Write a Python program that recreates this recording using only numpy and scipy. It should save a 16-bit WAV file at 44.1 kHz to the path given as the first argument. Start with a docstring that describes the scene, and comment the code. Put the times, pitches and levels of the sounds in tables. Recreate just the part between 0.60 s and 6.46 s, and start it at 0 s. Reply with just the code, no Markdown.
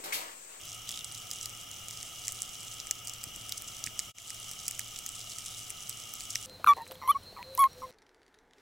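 """A fine crackle comes first: many silkworms feeding on a tray of leaves in a quiet room.
Right at the camera's microphone, mandibles snap through the blade in sharp little ticks and now and then
saw through a row of fibres. Behind them lie room rumble, two beating fans and the camera's own whirr;
its lens motor makes one short run of steps. The tray is bumped softly a few times,
and the steady background dips briefly once."""
import sys
import numpy as np
from scipy import signal
from scipy.fft import rfft, irfft, next_fast_len
from scipy.io import wavfile
from scipy.ndimage import map_coordinates

SR = 44100
rng = np.random.default_rng(int(sys.argv[2]) if len(sys.argv) > 2 else 0)


def unload_wav(signal):
    """Save mono or channel-first audio to the path in sys.argv[1] as 16-bit WAV at rate SR, clipped to [-1, 1]."""
    wavfile.write(
        sys.argv[1],
        SR,
        np.round(np.clip(np.atleast_2d(signal).T, -1, 1) * 32767).astype(np.int16),
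    )


N = 258426


def amp(db):
    return 10 ** (np.asarray(db) / 20)


def unit(x):
    """Scaled to rms 1."""
    return x / np.sqrt(np.mean(x ** 2) + 1e-20)


def along(points, hz):
    """(f/Hz, value) points joined on a log axis."""
    f, v = np.transpose(points)
    return np.interp(np.log(hz + 1), np.log(f + 1), v)


def curve(rows):
    """(t/s, value) rows as one value per sample."""
    return np.interp(np.arange(N) / SR, *np.transpose(rows))


def wobble(rate):
    """A smooth random curve, rate knots a second."""
    knots = rng.standard_normal(int(N * rate / SR) + 4)
    return map_coordinates(knots, [np.arange(N) * rate / SR])


def filtered(x, response):
    """x shaped by a frequency response."""
    size = next_fast_len(N + SR // 4)
    return irfft(rfft(x, size) * response(np.fft.rfftfreq(size, 1 / SR)), size)[..., :N]


def causal(gain):
    """The response with this gain that rings only after its cause."""
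    cepstrum = irfft(np.log(np.maximum(gain, 1e-6)))
    half = len(cepstrum) // 2
    cepstrum[1:half] *= 2
    cepstrum[half + 1:] = 0
    return np.exp(rfft(cepstrum))


def bell(hz, centre, width):
    """A rounded peak of height 1."""
    return np.exp(-2 * ((hz - centre) / width) ** 2)


def octave_bell(hz, centre, octaves):
    """The same peak on an octave axis."""
    return bell(np.log2(hz + 1), np.log2(centre), octaves)


def band_gain(bands, hz):
    """The gain of (f/Hz, width/Hz, gain/dB) lifts and cuts."""
    return amp(sum(db * bell(hz, centre, width) for centre, width, db in bands))


def pan(db):
    """Stereo gains, left louder than right by db."""
    return amp(np.array([[db], [-db]]) / 2)


def stereo(mid, side):
    return np.array([mid + side, mid - side])


def stereo_noise(side_db):
    """White noise, its side signal side_db against its mid."""
    mid, side = rng.standard_normal((2, N))
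    return unit(stereo(mid, amp(side_db) * side))


def add(out, s, sound):
    """Mixes a sound in at time s."""
    start = max(0, round(s * SR))
    span = out[:, start:start + sound.shape[-1]]
    span += sound[..., :span.shape[-1]]


def crackle(rate, spread_db, clump_db, t60, size=400):
    """Tiny fractures: decaying noise grains of random strength, clumping around a base rate a second."""
    chance, strength = rng.random(N), np.minimum(rng.exponential(1, N), 3)
    starts = chance < rate / SR * amp(clump_db * wobble(25))
    impulses = starts * amp(spread_db * strength)
    decay = amp(-60 * np.arange(size) / SR / t60)
    power = signal.fftconvolve(impulses ** 2, decay ** 2)[:N]
    return unit(np.sqrt(np.abs(power)) * stereo_noise(side_db=-9))


# Colour of the chewing farther back on the tray: f/Hz, relative level/dB
CROWD_COLOUR = [(1200, -38), (2500, -20), (3400, -2), (4500, -3.5), (6000, 0.5), (8000, 1), (9500, -0.5),
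                (11500, -6), (15000, -17)]
# How busily that crowd feeds: t/s, level/dB before the background gain
CROWD_ACTIVITY = [(0.0, -51.5), (0.9, -50.5), (1.16, -51.5), (1.48, -48.5), (2.06, -48.5), (2.43, -54.5),
                  (2.84, -51), (3.25, -51), (3.61, -49), (4.29, -47.5), (4.85, -47), (5.29, -50),
                  (5.86, -46)]
def crowd(crackle_db=-3, hiss_db=-7, patch_db=7, waver_db=1.2, patches=5):
    """Farther mouths, each group on a patch of leaf with its own ring; the farthest blur into hiss."""
    grains = np.zeros((2, N))
    for ring_hz in np.geomspace(3600, 9500, patches):
        colour_db = lambda hz: along(CROWD_COLOUR, hz) + patch_db * bell(hz, ring_hz, 0.31 * ring_hz)
        chewing = crackle(rate=89, spread_db=5, clump_db=4, t60=0.0084)
        grains += filtered(chewing, lambda hz: causal(amp(colour_db(hz))))
    hiss = filtered(stereo_noise(side_db=-14.5), lambda hz: amp(along(CROWD_COLOUR, hz)))
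    activity = amp(curve(CROWD_ACTIVITY) + waver_db * wobble(14))
    return activity * (amp(crackle_db) * unit(grains) + amp(hiss_db) * unit(hiss)) * pan(-1)


# Room tone at the microphone: f/Hz, relative level/dB
ROOM_COLOUR = [(20, 0.5), (60, -1), (85, -0.5), (140, -0.5), (250, -5), (500, -8), (1000, -13.5),
               (1700, -15), (4000, -18.5), (9000, -12), (15000, -10.5)]
# How alike it is in the two channels: f/Hz, correlation
ROOM_LIKENESS = [(40, 1), (130, 0.69), (300, 0.021), (1000, 0.022), (3000, 0.1), (12000, 1)]
def room_tone(level_db=-54.5):
    """Low room rumble and microphone hiss, wide in the midrange and centred at both ends."""
    def mid_side_gains(hz):
        angle = np.arccos(np.clip(along(ROOM_LIKENESS, hz), -1, 1)) / 2
        return amp(along(ROOM_COLOUR, hz)) * [np.cos(angle), np.sin(angle)]
    mid, side = filtered(rng.standard_normal((2, N)), mid_side_gains)
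    return amp(level_db) * unit(stereo(mid, side))


# Resonances of the camera case, right beside the microphone:
# f/Hz, width/Hz, level/dB before the background gain, left over right/dB
CASE_RESONANCES = [(720, 148, -67, 56), (1275, 110, -63, 3.5), (2260, 320, -65, 4), (2904, 174, -57, 0.5),
                   (3198, 310, -59, -1.5), (5870, 810, -59.5, -2.5)]
def camera_whirr():
    """Motor noise rings in narrow resonances of the case, nearer one microphone port or the other."""
    out = np.zeros((2, N))
    for centre, width, db, balance_db in CASE_RESONANCES:
        resonance = lambda hz: 1 / (1 + (1.38 * (hz - centre) / width) ** 2)
        band = filtered(stereo_noise(side_db=-6), resonance)
        out += amp(db) * unit(band * pan(balance_db))
    return out


def fan_hum(fan_hz=(111.1, 113.68), fan_db=(-72, -68), swell_s=(1.32, 4.22), mains_hz=100, mains_db=-73):
    """Back in the room, two fans at nearly the same speed beat over a faint mains hum."""
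    t = np.arange(N) / SR
    dip_s, _ = min(BACKGROUND_GAIN, key=lambda row: row[1])
    since_swell = t - np.where(t < dip_s, *swell_s)  # in phase at these times, either side of the dip
    fans = sum(amp(db) * unit(np.cos(2 * np.pi * hz * since_swell)) for hz, db in zip(fan_hz, fan_db))
    mains = amp(mains_db) * unit(np.sin(2 * np.pi * mains_hz * t))
    return fans + mains


# Small nibbles near the microphone: mean, spread; rows are level/dB, ring f/Hz, knock/dB, sparkle/dB
NIBBLE_RANGES = [(-34, 2.3), (6700, 900), (-21, 2.5), (-10, 4.4)]
def nibbles(slot_s=0.19):
    """Rows for snap(): one light nibble at a random moment in each slot, ducking with the dip."""
    slots = np.arange(0, N / SR - slot_s, slot_s)
    delays, scatter = rng.random(200), rng.standard_normal((200, 4))
    mean, spread = np.transpose(NIBBLE_RANGES)
    dip_db = curve(BACKGROUND_GAIN) - BACKGROUND_GAIN[0][1]
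    rows = []
    for slot, delay, deviation in zip(slots, delays, scatter):
        s = slot + delay * slot_s
        db, *colour = mean + spread * deviation
        rows.append((s, db + dip_db[int(s * SR)], *colour))
    return rows


# Resonances of the leaf closest to the microphone: f/Hz, width/Hz, gain/dB
LEAF_RESONANCES = [(5900, 190, 5.5), (8470, 1300, 5.5), (6900, 500, 1.5), (13700, 970, -4)]
def snap(ring_hz, knock_db, sparkle_db, crack_t60=0.0014, shiver_t60=0.015, gap_s=0.0005, size=1024):
    """A mandible cuts the blade: two fractures a moment apart, then a short shiver of the leaf."""
    t, hz = np.arange(size) / SR, np.fft.rfftfreq(size, 1 / SR)
    since_second = t - gap_s * rng.uniform(0.65, 1.3)
    first = amp(-60 * t / crack_t60)
    second = (since_second > 0) * amp(-1 - 60 * np.abs(since_second) / crack_t60)
    shiver = amp(-11 - 60 * t / shiver_t60)
    envelope = first + second + shiver
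    leaf = band_gain(LEAF_RESONANCES, hz)
    broadband = amp(-24) * hz ** 2 / (hz ** 2 + 1500 ** 2)  # so small a source radiates almost no bass
    ring = unit(leaf * octave_bell(hz, ring_hz, octaves=1)) + broadband
    knock = unit(octave_bell(hz, 2250, octaves=0.6))
    sparkle = unit(leaf * bell(hz, 13000, width=5100))
    mid, side = np.zeros((2, size))
    for colour, db in [(ring, 0), (knock, knock_db), (sparkle, sparkle_db)]:
        burst = envelope * rng.standard_normal((2, size))
        part_mid, part_side = irfft(rfft(burst) * causal(colour + amp(-71)))
        mid += amp(db) * unit(part_mid)
        side += amp(db) * unit(part_side)
    tick = stereo(mid, amp(-12) * side)
    return tick * np.sqrt(2 * SR / 1000 / np.sum(tick ** 2))  # the energy of one millisecond at rms 1


# Bites right in front of the microphone:
# t/s, level/dB, ring f/Hz, leaf knock/dB and edge sparkle/dB (both against the ring)
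CLOSE_BITES = [(0.2913, -25, 6040, -17, -5), (0.445, -26, 6900, -33, -12.5), (0.7132, -24, 5850, -22, -5),
               (0.8116, -29.5, 6250, -25, -22), (0.8575, -24, 5660, -19, -3), (1.284, -29, 6860, -28, -15),
               (1.429, -28.5, 6300, -16.5, -17), (1.681, -20, 6300, -16, -11), (1.7211, -26, 9100, -31, -2),
               (1.82, -20, 7800, -32, -13), (2.2008, -28.5, 5100, -17, -16),
               (2.2704, -30.5, 6850, -13, -19), (2.3105, -15.5, 6650, -18, -8),
               (2.4727, -26, 6200, -20, -14), (2.4822, -30, 6900, -22, -7), (2.496, -28, 5900, -19, -3),
               (2.6393, -25.5, 7140, -16, -3.5), (2.8937, -26.5, 7000, -21, -9),
               (2.9226, -22, 4050, -17.5, -1.5), (3.021, -30, 7000, -12, 4), (3.24, -23, 6000, -29, -10),
               (3.2638, -24.5, 6230, -20, -12), (3.2717, -30.5, 6700, 11, -10),
               (3.3922, -18, 6130, -19, -19), (3.5842, -35.5, 5800, -8, -23),
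               (3.704, -27, 6500, -13.5, -16), (3.9136, -28.5, 7500, -19, -6),
               (4.081, -18.5, 7800, -19, -8), (4.1108, -25, 7400, -17, -3), (4.1937, -21, 7160, -10.5, -2),
               (4.4631, -24.5, 7350, -18, -3), (4.4904, -27, 7000, -25, -10), (4.785, -27, 7060, -21, -15),
               (4.8602, -30.5, 7400, -18, -21), (5.104, -25, 8450, -17, -17), (5.295, -23, 8500, -23, -5),
               (5.538, -26.5, 6540, -22.5, 4), (5.6069, -29.5, 5630, -12, -9),
               (5.7559, -18.5, 5370, -9.5, -10)]
def bites(flank_chance=0.35, flank_s=0.007, flank_db=-11):
    """Close jaws snap among the nibbles; a bite may have a weaker crack just before or after it."""
    flanks = []
    for s, db, *colour in CLOSE_BITES:
        for direction in (-1, 1):
            luck, spacing = rng.random(2)
            if luck < flank_chance:
                flanks.append((s + direction * flank_s * (0.5 + spacing), db + flank_db, *colour))
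    out = np.zeros((2, N))
    for s, db, *colour in [*CLOSE_BITES, *flanks, *nibbles()]:
        add(out, s, amp(db) * snap(*colour) * pan(rng.normal(-1, 1)))
    return out


def lens_motor(start_s=0.2745, steps=9, step_hz=60, level_db=-47.5, ring_t60=0.024, tick_t60=0.0066):
    """Beside the microphone, an even run of steps; each ticks at its own strength and rings the barrel."""
    t = np.arange(N) / SR - start_s
    since_step = t % (1 / step_hz)
    running = (t >= 0) * (t < steps / step_hz)
    ringing = stereo_noise(side_db=-6) * running * amp(-60 * since_step / ring_t60)
    barrel = filtered(ringing, lambda hz: causal(bell(hz, 3280, width=850) + amp(-40)))
    blows = running * amp(4 * wobble(step_hz) - 60 * since_step / tick_t60)
    ticks = filtered(stereo_noise(side_db=-10) * blows, lambda hz: octave_bell(hz, 5900, octaves=1.7))
    return amp(level_db) * np.sqrt(running.mean()) * (unit(barrel) + amp(1) * unit(ticks))


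# Longer tears at close range: middle t/s, peak level/dB
CLOSE_TEARS = [(.831, -37), (1.705, -42), (2.979, -34.5), (3.083, -37.5), (5.708, -32.5)]
def tears(fade_s=0.0056, ring_hz=7100, trail_db=-22):
    """Jaws saw through many fibres in a row; such snaps also trail faintly after each close bite."""
    t = np.arange(N) / SR
    fade = lambda s: np.exp(-np.minimum(np.abs(t - s) / fade_s, 20))
    swells = sum(amp(db) * fade(s) for s, db in CLOSE_TEARS)
    trails = sum(amp(db + trail_db) * fade(s) * (t > s) for s, db, *_ in CLOSE_BITES)
    fibre_snaps = crackle(rate=1500, spread_db=3, clump_db=1, t60=0.004)
    fibres = filtered(fibre_snaps, lambda hz: octave_bell(hz, ring_hz, octaves=1))
    return (swells + trails) * unit(fibres) * pan(-1)


# Soft bumps of the tray, dead centre: t/s, peak level/dB before lift_db
TRAY_BUMPS = [(2.667, -51), (2.764, -52.5), (2.812, -58), (3.064, -59), (3.242, -60), (3.268, -48.5),
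              (5.758, -59)]
def tray_bumps(low_hz=115, upper_hz=280, upper_db=-9, t60=0.036, attack_s=0.0042, lift_db=6.5):
    """Two heavily damped modes of the tray give a dull thud."""
    out, t = np.zeros((2, N)), np.arange(SR // 5) / SR
    modes = np.sin(2 * np.pi * low_hz * t) + amp(upper_db) * np.sin(2 * np.pi * upper_hz * t)
    thud = modes * amp(-60 * t / t60) * (1 - np.exp(-t / attack_s))
    for s, db in TRAY_BUMPS:
        add(out, s, amp(db + lift_db) * thud / np.max(thud))
    return out


# Gain on the steady sounds, raised except around one brief dip: t/s, gain/dB
BACKGROUND_GAIN = [(3.495, 4), (3.515, -5.5), (3.53, -40), (3.539, -36), (3.55, -9.5), (3.58, -2.5),
                   (3.65, 0.5), (3.76, 3.5)]
def scene():
    """The steady sounds dip together; lens steps, bites, tears and bumps stand out in front."""
    background = crowd() + camera_whirr() + room_tone() + fan_hum()
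    return amp(curve(BACKGROUND_GAIN)) * background + lens_motor() + bites() + tears() + tray_bumps()


# Treble bands that cancel in the microphone's sound path: f/Hz, width/Hz, gain/dB
PORT_NOTCHES = [(4407, 256, -4.5), (8730, 610, -6), (10400, 1050, -4.5), (12650, 1330, -8),
                (14300, 1100, -0.5), (15400, 1300, -4)]
TOP_HZ = 15900
def record(dry):
    """The microphone colours the treble; the camera keeps nothing above its band limit."""
    coloured = filtered(dry, lambda hz: causal(band_gain(PORT_NOTCHES, hz)))
    return filtered(coloured, lambda hz: hz < TOP_HZ)


dry = scene()
out = record(dry)
unload_wav(out)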